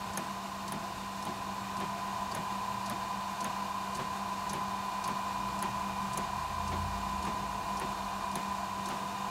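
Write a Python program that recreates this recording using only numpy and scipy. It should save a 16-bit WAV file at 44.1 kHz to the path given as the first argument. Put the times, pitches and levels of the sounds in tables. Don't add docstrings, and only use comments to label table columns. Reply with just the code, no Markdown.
import sys
import numpy as np
from scipy import signal
from scipy.fft import rfft, irfft
from scipy.io import wavfile

SR = 44100
rng = np.random.default_rng(int(sys.argv[2]) if len(sys.argv) > 2 else 0)


def store_wav(level_fs):
    pcm = np.round(np.clip(np.atleast_2d(level_fs), -1, 1) * 32767)
    wavfile.write(sys.argv[1], SR, pcm.T.astype(np.int16))


def natural_amplitude(level_db):
    exponent = np.asarray(level_db, float) / 20
    return 10 ** exponent


N = 410130
TIME = np.arange(N) / SR


def rms_one(x):
    return x / np.sqrt(np.mean(x ** 2) + 1e-20)


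def in_time(rows):
    t, *columns = np.transpose(rows)
    return [np.interp(TIME, t, column) for column in columns]


def drift(rate_hz):
    r = np.exp(-80 * np.pi * rate_hz / SR)
    slow = signal.lfilter([1], [1, -2 * r, r * r], rng.standard_normal(N // 40 + 2002))
    slow = rms_one(slow[2000:])
    return np.interp(np.arange(N) / 40, np.arange(len(slow)), slow)


def coloured(points):
    hz, level_db = np.transpose(points)
    grid_hz = np.arange(1, N // 2 + 2) * SR / N
    shape = natural_amplitude(np.interp(np.log(grid_hz), np.log(hz), level_db, left=-90, right=-60))
    return rms_one(irfft(rfft(rng.standard_normal(N)) * shape, N))


def resonant(peaks, patchy_db):
    out = 0
    for hz, width_hz, level_db in peaks:
        r = np.exp(-np.pi * width_hz / SR)
        b = (1 - r * r) / 2 * np.array([1, 0, -1])
        a = [1, -2 * r * np.cos(2 * np.pi * hz / SR), r * r]
        once = signal.lfilter(b, a, rng.standard_normal(N))
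        twice = signal.lfilter(b, a, once)
        out = out + natural_amplitude(level_db + patchy_db * drift(2.2)) * twice
    return rms_one(out)


def tone(turns, level_db):
    return np.sqrt(2) * natural_amplitude(level_db) * np.sin(2 * np.pi * (turns + rng.random()))


def struck(times, level_db, modes, envelope, density):
    spread_db = 1.5
    out = np.zeros(N)
    for t, peak in zip(times, natural_amplitude(level_db)):
        hits = rng.random(len(envelope)) < density / SR
        contacts = rng.standard_normal(len(envelope)) * hits
        contacts[0] = 1.5
        force = np.concatenate([contacts * envelope, np.zeros(len(envelope))])
        sound = 0
        for k, (hz, mode_db, t60) in enumerate(modes):
            r, w = natural_amplitude(-60 / (t60 * SR)), 2 * np.pi * hz / SR
            strength = (-1) ** k * natural_amplitude(mode_db + spread_db * rng.standard_normal())
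            ring = signal.lfilter([0, np.sin(w)], [1, -2 * r * np.cos(w), r * r], force + 1e-18)
            sound = sound + strength * ring
        at = round(t * SR)
        out[at:at + len(sound)] += (peak * sound / np.abs(sound).max())[:N - at]
    return out


# t/s, level/dB
NEARNESS = [(0, -3), (.6, -5), (1.45, -4.5), (1.8, -0.5), (2.4, -0.5), (3.2, 0), (4.5, 0), (5.7, 1.5),
            (6.5, 0.5), (8, 0.5), (9.3, 0)]


def near(level_db, share):
    return level_db + share * in_time(NEARNESS)[0]


# multiple of fan speed, level/dB
SUCTION = [(2, -67), (8, -65), (12, -66), (15, -73), (16, -67.5)]
# multiple of fan speed, level/dB
DRYER = [(1, -60), (8, -69), (10, -75), (15, -75), (16, -73), (20, -70.5)]
# t/s, half length/s, level/dB
HUM_BEATS = [
    (5.953, 0.39, 2.5),
    (6.417, 0.16, -18),
    (7.0, 0.18, 1),
]


def fans():
    suction = np.cumsum(195.42 + 0.059 * drift(0.54)) / SR
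    dryer = np.cumsum(202.04 + 0.042 * drift(0.66)) / SR
    beat_db = sum(db * np.exp(-((TIME - t) / half) ** 4) for t, half, db in HUM_BEATS)
    out = tone(suction, near(-47, .2) + beat_db)
    out += tone(5 * suction, near(-48.5, 2.6))
    out += tone(5 * dryer, near(-41, 0.87))
    out += tone(12 * dryer, near(-59.5, 2) + drift(3))
    for turns, tones in ((suction, SUCTION), (dryer, DRYER)):
        for multiple, level_db in tones:
            out += tone(multiple * turns, near(level_db, .6) + 0.7 * drift(3.9))
    return out


# f/Hz, width/Hz, level/dB
DUCT = [(198.8, 23.6, -6.5), (497.5, 11.3, -10), (476.6, 11, -15), (692.6, 114, -5), (804, 67, -4),
        (882, 120, -6.5), (984.7, 85, -2.5), (1042, 99, -1), (1199, 85, -9), (1466, 120, -15),
        (1590, 46, -16)]


def duct_roar():
    return natural_amplitude(near(-40, 0.47)) * resonant(DUCT, patchy_db=.6)


# f/Hz, level/dB per Hz
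HISS = [(300, -35), (600, -5.5), (1300, 1), (2100, -4.5), (3300, -5.5), (4200, -5), (6000, -9.5),
        (7500, -10), (10300, -17.5), (13000, -17), (15700, -23)]
# f/Hz, width/Hz, level/dB
CASE = [(1861, 145, 2), (2485, 250, 0), (2822, 160, 1.5), (3646, 135, 1), (4356, 190, -4),
        (6500, 510, -17.5)]
# f/Hz, width/Hz, level/dB
SLOT = [(6510, 350, 3), (7240, 710, 1.5), (9600, 490, -0.5)]
# t/s, level/dB
TURNS_TO_SLOT = [
    (3.5, 0),
    (5.5, 0.5),
    (9.3, 3.5),
]


def case_hiss():
    slot_ring = natural_amplitude(near(-18, .3) + in_time(TURNS_TO_SLOT)[0]) * resonant(SLOT, patchy_db=1.0)
    hiss = coloured(HISS) + natural_amplitude(-7) * resonant(CASE, patchy_db=0.6) + slot_ring
    valley_hz, valley_width_hz, valley_depth = 3270, 130, 0.55
    b, a = signal.iirpeak(valley_hz, valley_hz / valley_width_hz, fs=SR)
    hiss = hiss - valley_depth * signal.lfilter(b, a, hiss)
    flutter_db = .35 * drift(11)
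    return natural_amplitude(near(-47.5, 0.13) + flutter_db) * hiss


# f/Hz, level/dB per Hz
RUMBLE = [(20, -30), (35, -6.5), (55, -7.5), (110, -4.5), (170, -7.5), (260, -10.5), (360, -9),
          (450, -14.5), (700, -19.5)]


def street_rumble():
    return natural_amplitude(-50.5 + 1.2 * drift(1.3)) * coloured(RUMBLE)


# f/Hz, level/dB, t60/s
CLUTCH_MODES = [(3000, -9, .006), (4000, -4, .005), (4600, -3, .008), (5400, 0, .004), (6400, 0, .004),
                (7500, -1, .004), (8600, -3, .004), (9700, -5, .004), (11000, -8, .004), (12400, -17, .004)]


def clutch(times, level_db, density):
    t = TIME[:SR // 30]
    rattle = np.minimum(t / 0.0052 + 0.33, 1) * np.exp(-t / 0.011)
    return struck(times, level_db, CLUTCH_MODES, rattle, density)


# f/Hz, level/dB, t60/s
CHASSIS_MODES = [(113, -11.5, 0.085), (159, -3.5, 0.19), (222, 0.5, 0.14), (256, 6, 0.018),
                 (317, -1.5, 0.083), (379, -1, 0.078), (460, -3, 0.012), (617, 1.5, 0.02),
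                 (684, -5.5, 0.086), (850, -5, 0.024)]


def chassis_rumble(times, level_db, density):
    t = TIME[:SR // 8]
    swell = t / .014 * np.exp(1 - t / 0.017)
    return struck(times, np.full(len(times), level_db), CHASSIS_MODES, swell, density)


# f/Hz, level/dB, t60/s
SNAP_MODES = [(3000, -14, .005), (3900, -10, .005), (5200, -11, .004), (6500, -5, .007), (7700, -11, .003),
              (8900, -2, .003), (9800, -2, .005), (10750, -3, .005), (11800, -6, .003), (13000, -13, .004),
              (14300, -16, .004), (15500, -15, .003)]


def backlash_snap(times, level_db):
    t = TIME[:SR // 30]
    crack = np.exp(-t / 0.0011) + 0.59 * np.exp(-t / 0.0061)
    return struck(times + 0.00067, level_db + 0.24, SNAP_MODES, crack, density=17000)


# f/Hz, level/dB, t60/s
KNOCK_MODES = [(617, -6, 0.042), (890, -2, 0.021), (1410, -0.5, 0.02), (1760, 0, 0.024), (2280, -9, 0.018)]


def case_knock(times, level_db):
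    t = TIME[:SR // 30]
    return struck(times + 0.00183, level_db + .4, KNOCK_MODES, np.exp(-t / 0.0021), density=3100)


def paper_scrape(times):
    scrape = coloured([(400, 0), (900, 9.5), (1500, -0.5), (2200, -2.0), (3300, -6.0), (5000, -14.0), (9000, -21)])
    t = TIME[:SR // 8]
    starts = np.zeros(N)
    starts[np.round(times * SR).astype(int)] = 1
    stroke = signal.fftconvolve(starts, np.minimum(t / 0.0005, 1) * np.exp(-t / 0.037))[:N]
    return natural_amplitude(near(-37.5, 0.45)) * scrape * stroke


# clutch t/s, clutch peak level/dB, backlash travel t/ms, snap peak level/dB, case knock level/dB
PASSES = [(0.132, -37, 40.5, -23.5, -29), (0.6767, -32, 43.8, -26.5, -39), (1.2216, -33.5, 29.5, -34, -42),
          (1.7656, -38, 35.7, -35, -34), (2.3131, -35, 35.3, -28, -37), (2.8584, -31, 38.9, -28.5, -38),
          (3.4037, -32, 39.4, -24.5, -36), (3.9474, -32, 24.5, -36, -39), (4.4927, -29, 39.5, -26.5, -35),
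          (5.0394, -32, 36.8, -29.5, -36), (5.5877, -37, 36.7, -25.5, -31), (6.131, -33, 42.9, -24, -34),
          (6.6752, -35, 34.2, -46, -39), (7.223, -35.5, 27.9, -35, -37), (7.769, -32.5, 28, -29.5, -39),
          (8.3125, -37.5, 41.9, -26, -38), (8.856, -33, 30.7, -32, -37)]


def feed():
    start_s, clutch_db, travel_ms, snap_db, knock_db = np.transpose(PASSES)
    snap_s, step_s, stop_s = start_s + travel_ms / 1000, start_s + .044, start_s + .115
    out = clutch(start_s, clutch_db - .6, density=9700)
    out += chassis_rumble(start_s, -39.5, density=1100)
    out += backlash_snap(snap_s, snap_db)
    out += case_knock(snap_s, knock_db)
    out += chassis_rumble(step_s - .008, -33.5, density=4800)
    out += paper_scrape(step_s)
    out += clutch(stop_s, np.full(len(stop_s), -48.5), density=12000)
    return out


def engine(rows, orders=(), eases_off_s=99, flutter_db=0.):
    hz, firing_db = in_time(rows)
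    fade = np.clip(np.minimum(TIME - rows[0][0], rows[-1][0] - TIME) / .08, 0, 1)
    turns = np.cumsum(hz) / SR
    ease_db = -14 * np.maximum(TIME - eases_off_s, 0)
    out = tone(turns, firing_db + flutter_db * drift(2.2))
    for multiple, level_db in orders:
        out += tone(multiple * turns, ease_db + level_db + 4.8 * drift(6.8))
    return fade * out


# t/s, f/Hz, level/dB
DRONE = [
    (1.15, 112.6, -63),
    (2.8, 114.7, -58),
    (2.97, 117.4, -52),
    (3.25, 116.4, -70),
    (3.46, 116.5, -60),
    (3.6, 114, -66),
]


def drone_next_door():
    return engine(DRONE, flutter_db=2.5)


# t/s, firing f/Hz, level/dB
NEAR_ENGINE = [
    (5.25, 48.3, -64),
    (5.44, 53.6, -49),
    (5.55, 62.1, -54),
    (5.86, 72.6, -55),
    (6.2, 76.6, -56.5),
    (6.82, 86.3, -38),
    (7.06, 89, -55),
    (7.18, 77, -44),
    (7.35, 61.4, -61),
]
# multiple of firing, level/dB
NEAR_ORDERS = [(2, -62), (2.5, -66)]


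def near_engine():
    return engine(NEAR_ENGINE, NEAR_ORDERS)


# t/s, firing f/Hz, level/dB
FAR_ENGINE = [
    (5.6, 47, -64),
    (6.4, 51.4, -53),
    (6.95, 55.6, -43),
    (7.25, 55.6, -53),
    (7.55, 55.7, -49),
    (7.75, 57.2, -53),
    (8.05, 48.4, -54),
    (8.2, 40.7, -59),
    (8.45, 40, -62),
]
# multiple of firing, level/dB
FAR_ORDERS = [(2.5, -55.5), (3, -66), (4, -60)]


def far_engine():
    return engine(FAR_ENGINE, FAR_ORDERS, eases_off_s=6.8)


# t/s, firing f/Hz, level/dB
LAST_ENGINE = [
    (7.95, 90.5, -62),
    (8.15, 88, -56),
    (8.35, 81.5, -58),
    (8.45, 72, -60),
    (8.9, 65.9, -63),
]


def last_engine():
    return engine(LAST_ENGINE)


def scene():
    printer = fans() + duct_roar() + case_hiss() + feed()
    street = street_rumble() + drone_next_door() + near_engine() + far_engine() + last_engine()
    return (printer + street)[None]


def band_limit(x):
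    return signal.sosfilt(signal.butter(12, 16500, fs=SR, output="sos"), x)


# low f/Hz, high f/Hz
BAND_HZ = [38, 15850]


def record(dry):
    dry = signal.sosfilt(signal.butter(4, BAND_HZ[0], "high", fs=SR, output="sos"), dry)
    dry = signal.sosfilt(signal.ellip(12, .3, 70, BAND_HZ[1], fs=SR, output="sos"), dry)
    return band_limit(dry)


dry = scene()
out = record(dry)
store_wav(out)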